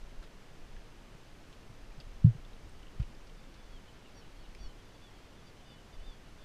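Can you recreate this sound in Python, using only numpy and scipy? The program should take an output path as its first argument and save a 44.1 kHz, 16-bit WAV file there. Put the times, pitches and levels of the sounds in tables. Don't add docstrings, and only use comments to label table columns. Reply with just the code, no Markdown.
import sys
import numpy as np
from scipy import signal
from scipy.fft import rfft, irfft
from scipy.io import wavfile
from scipy.ndimage import uniform_filter1d

SR = 44100
rng = np.random.default_rng(int(sys.argv[2]) if len(sys.argv) > 2 else 0)


def pcm_store(signal):
    levels = np.round(np.clip(np.atleast_2d(signal), -1, 1) * 32767)
    wavfile.write(sys.argv[1], SR, levels.astype(np.int16).T)


N = 284004


def from_db(db):
    return 10 ** (np.asarray(db) / 20)


def rms_one(x):
    return x / np.sqrt(np.mean(x ** 2) + 1e-20)


def seconds(length):
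    return np.arange(int(length * SR)) / SR


def add(out, start, sound):
    i = max(int(round(start * SR)), 0)
    out[i:i + len(sound)] += sound[:max(N - i, 0)]


def coloured(spectrum):
    hz, db = np.transpose(spectrum)
    bins = np.maximum(np.arange(N // 2 + 1) * SR / N, 1)
    gain = from_db(np.interp(np.log(bins), np.log(hz), db))
    return rms_one(irfft(rfft(rng.standard_normal(N)) * gain, N))


def band_noise(count, hz, width_hz):
    edges = np.clip([hz - width_hz / 2, hz + width_hz / 2], 20, .45 * SR)
    band = signal.butter(2, edges, "band", fs=SR, output="sos")
    return rms_one(signal.sosfilt(band, rng.standard_normal(count)))


def waver(t, rate):
    knots = rng.standard_normal(256)
    return np.interp(t * rate, np.arange(len(knots)), knots)


def air():
    # (frequency [Hz], relative level per Hz [dB])
    air_colour = [(20, -2), (100, -1.6), (200, -5.5), (300, -7.5), (450, -9.5), (700, -13), (1000, -15),
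                  (2200, -19), (3000, -20), (3900, -24), (4800, -24.5), (7000, -30), (11000, -37.5),
                  (15000, -43.5)]
    # (frequency [Hz], width [Hz], level [dB])
    whine_bands = [(6164, 110, -85), (12370, 290, -99)]
    air_db = -56
    whine = sum(from_db(db) * band_noise(N, hz, width) for hz, width, db in whine_bands)
    return from_db(air_db) * coloured(air_colour) + whine


def breeze_and_jolts():
    # (frequency [Hz], relative level per Hz [dB])
    buffet_colour = [(8, -4), (14, 0), (32, -0.5), (42, -7.5), (56, -19), (90, -22.5), (260, -55),
                     (600, -74)]
    # (time [s], level [dB])
    breeze_levels = [(0.0, -51.5), (1.0, -53), (1.55, -55), (2.1, -45.5), (2.7, -49.5), (3.3, -50),
                     (4.0, -56), (4.45, -48.5), (4.9, -55.5), (5.75, -58.5), (6.44, -52)]
    # (time [s], level at the peak [dB])
    puff_peaks = [(0.05, -42), (0.19, -40.5), (0.63, -45), (0.77, -40), (1.84, -43), (2.25, -41),
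                  (3.02, -38), (3.74, -43.5), (4.65, -37.5), (6.0, -40.5), (6.07, -41)]
    puff_s = 0.027
    puff_top_hz = 70
    t = np.arange(N) / SR
    eddies = coloured(buffet_colour)
    eddies = eddies / np.sqrt(uniform_filter1d(eddies ** 2, size=4000))
    steady = from_db(np.interp(t, *np.transpose(breeze_levels)))
    puff_power = np.zeros(N)
    for at, db in puff_peaks:
        puff = from_db(db) * np.exp(-.5 * ((t - at) / puff_s) ** 2)
        puff_power += puff ** 2
    swell = np.sqrt(steady ** 2 + puff_power) - steady
    low_pass = signal.butter(2, puff_top_hz, fs=SR, output="sos")
    return eddies * steady + signal.sosfiltfilt(low_pass, eddies * swell)


def burst(t, decay, hz, width_hz):
    fade = np.exp(-t / decay)
    return rms_one(band_noise(len(t), hz, width_hz) * fade) * np.sqrt(np.mean(fade ** 2))


def friction(events, decay, width_share, scuff_db, scuff_hz=3200, scuff_width_hz=3600):
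    out, t = np.zeros(N), seconds(0.059)
    for start, db, hz in events:
        ring = burst(t, decay, hz, width_share * hz)
        scuff = from_db(scuff_db) * burst(t, decay, scuff_hz, scuff_width_hz)
        add(out, start, from_db(db) * (ring + scuff))
    return out


def touches(faint_count=6):
    # (time [s], ring level at the start [dB], ring pitch [Hz])
    grip_rustles = [(0.226, -57, 1500), (0.238, -60, 3400), (1.527, -60, 3180), (2.003, -56, 3000),
                    (2.998, -56.5, 1210), (3.000, -60.5, 2700), (3.026, -57.5, 2700), (3.270, -63, 4900),
                    (3.541, -61, 4180)]
    # (time [s], ring level at the start [dB], ring pitch [Hz])
    sharp_ticks = [(0.764, -51, 1750), (2.001, -47.5, 4800), (2.009, -55, 4800), (2.450, -54, 3570),
                   (2.693, -61, 8500), (2.829, -54, 2890), (2.868, -55, 2900), (3.149, -59, 5000),
                   (4.549, -49.5, 2330), (4.549, -62, 9200), (4.5496, -55.5, 5100)]
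    turn_from_s, turn_to_s = 1.6, 3.5
    faint_db, faint_low_hz, faint_high_hz = -57, 2200, 4200
    lowest, highest = [turn_from_s, faint_low_hz], [turn_to_s, faint_high_hz]
    draws = rng.uniform(lowest, highest, (faint_count, 2))
    faint_ticks = [(start, faint_db, hz) for start, hz in draws]
    ticks = friction(list(sharp_ticks) + faint_ticks, decay=0.0025, width_share=.08, scuff_db=-8.5)
    return ticks + friction(grip_rustles, decay=0.01, width_share=0.29, scuff_db=-2.5)


def knocks(sag_s=0.034, rise_s=0.0072, onset_power=2.7):
    # (time [s], level before swell and fade [dB], starting pitch [Hz], pitch sag [share], fade time [s])
    housing_knocks = [ (1.145, -35, 148, .22, 0.0096), (1.691, -40.5, 122, 0.093, 0.018),
                      (1.975, -42, 144, .18, 0.019), (2.2420, 0.5, 125.8, .05, 0.011),
                      (2.2545, -13, 151, 0.33, .039), (2.344, -36, 160, .44, .021),
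                      (2.9943, -16, 110, .03, 0.011), (3.001, -24.5, 42, .1, 0.027),
                      (3.0106, -21, 90, .1, 0.0074), ]
    chafe_db, chafe_hz, chafe_width_hz = -41, 330, 260
    out, t = np.zeros(N), seconds(.2)
    for start, db, hz, sag, fade in housing_knocks:
        pitch = hz * (1 - sag * (1 - np.exp(-t / sag_s)))
        ring = -np.sin(2 * np.pi * np.cumsum(pitch) / SR)
        chafe = from_db(chafe_db) * band_noise(len(t), chafe_hz, chafe_width_hz)
        swell = (1 - np.exp(-(t / rise_s) ** onset_power)) * np.exp(-(t / fade) ** 2)
        add(out, start, from_db(db) * swell * (ring + chafe))
    return out


def chirp(length, hz, fall, levels, top_at=0.27, scoop=0.56, jitter=0.003, flutter_db=2.5, edge=0.55):
    t = seconds(length)
    u = t / length
    before_top = np.maximum(1 - u / top_at, 0)
    after_top = np.maximum((u - top_at) / (1 - top_at), 0)
    arch = 1 - fall * (scoop * before_top ** 2 + after_top ** 1.53)
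    pitch = hz * arch * (1 + jitter * waver(t, 320))
    phase = 2 * np.pi * np.cumsum(pitch) / SR
    voice = np.zeros(len(t))
    for k, db in zip((3, 4, 5), levels):
        voice += from_db(db + flutter_db * waver(t, 110)) * np.sin(k * phase)
    return voice * np.sin(np.pi * u) ** edge


def far_flock(count=24, level_db=-72, from_s=3.3):
    out = np.zeros(N)
    levels = level_db + np.array([0, -4, -14])
    draws = rng.uniform([from_s, .04, 980], [N / SR, .09, 1210], (count, 3))
    for start, length, hz in draws:
        add(out, start, chirp(length, hz, 0.065, levels))
    return out


def chirps():
    # (time [s], length [s], top pitch [Hz], pitch fall [share],
    #  level of a harmonic right on the resonance [dB], throat resonance [Hz])
    bird_calls = [ (3.721, .075, 1118, .13, -61.5, 2800), (3.868, .047, 1020, 0.054, -62, 2400),
                  (4.045, .048, 955, .12, -64, 2300), (4.142, 0.077, 1146, .06, -63, 5200),
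                  (4.212, 0.036, 1025, 0.14, -60, 2400), (4.385, .055, 1124, .08, -71, 4100),
                  (4.425, 0.042, 990, .09, -61, 2400), (4.585, 0.1, 1153, .075, -61, 4760),
                  (4.675, 0.056, 1030, .06, -63, 2400), (4.781, .048, 1105, 0.097, -63, 2800),
                  (4.888, .040, 1000, .04, -66, 2400), (4.935, .035, 1168, .06, -65.5, 3700),
                  (5.008, 0.096, 1170, .085, -61.5, 3000), (5.360, .062, 1180, 0.11, -67, 3000),
                  (5.450, 0.053, 1186, .065, -67.5, 4300), (5.645, 0.12, 1208, .084, -63, 3700),
                  (5.922, .048, 1200, .05, -65, 3900), (6.025, .130, 1207, .096, -60, 3300),
                  (6.380, 0.07, 1200, .035, -67, 3400), ]
    throat_cut_db = 4.0
    out = np.zeros(N)
    for start, length, hz, fall, db, throat_hz in bird_calls:
        off_khz = (hz * np.array([3, 4, 5]) - throat_hz) / 1000
        add(out, start, chirp(length, hz, fall, db - throat_cut_db * off_khz ** 2))
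    return out


def whistles(jitter=0.0031, flutter_db=3.0):
    # (time [s], length [s], level before flutter and swell [dB], start pitch [Hz], end pitch [Hz])
    thin_notes = [(4.645, 0.036, -65, 2860, 3020), (5.645, 0.172, -65, 2940, 3020),
                  (5.975, .05, -69, 2960, 3000)]
    out = np.zeros(N)
    for start, length, db, start_hz, end_hz in thin_notes:
        t = seconds(length)
        pitch = np.linspace(start_hz, end_hz, len(t)) * (1 + jitter * waver(t, 240))
        swell = np.sin(np.pi * t / length) ** .5 * from_db(db + flutter_db * waver(t, 80))
        add(out, start, swell * np.sin(2 * np.pi * np.cumsum(pitch) / SR))
    return out


def open_marsh(x):
    # (delay [s], level [dB])
    marsh_echoes = [(.011, -22), (0.028, -19), (.049, -27)]
    out = x.copy()
    for delay, db in marsh_echoes:
        add(out, delay, from_db(db) * x)
    return out


def scene():
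    birds = open_marsh(far_flock() + chirps() + whistles())
    return (air() + breeze_and_jolts() + touches() + knocks() + birds)[None]


def record(dry):
    cutoff_hz = 15050
    steep_cut = signal.ellip(12, .1, 80, cutoff_hz, fs=SR, output="sos")
    return signal.sosfilt(steep_cut, dry)


dry = scene()
out = record(dry)
pcm_store(out)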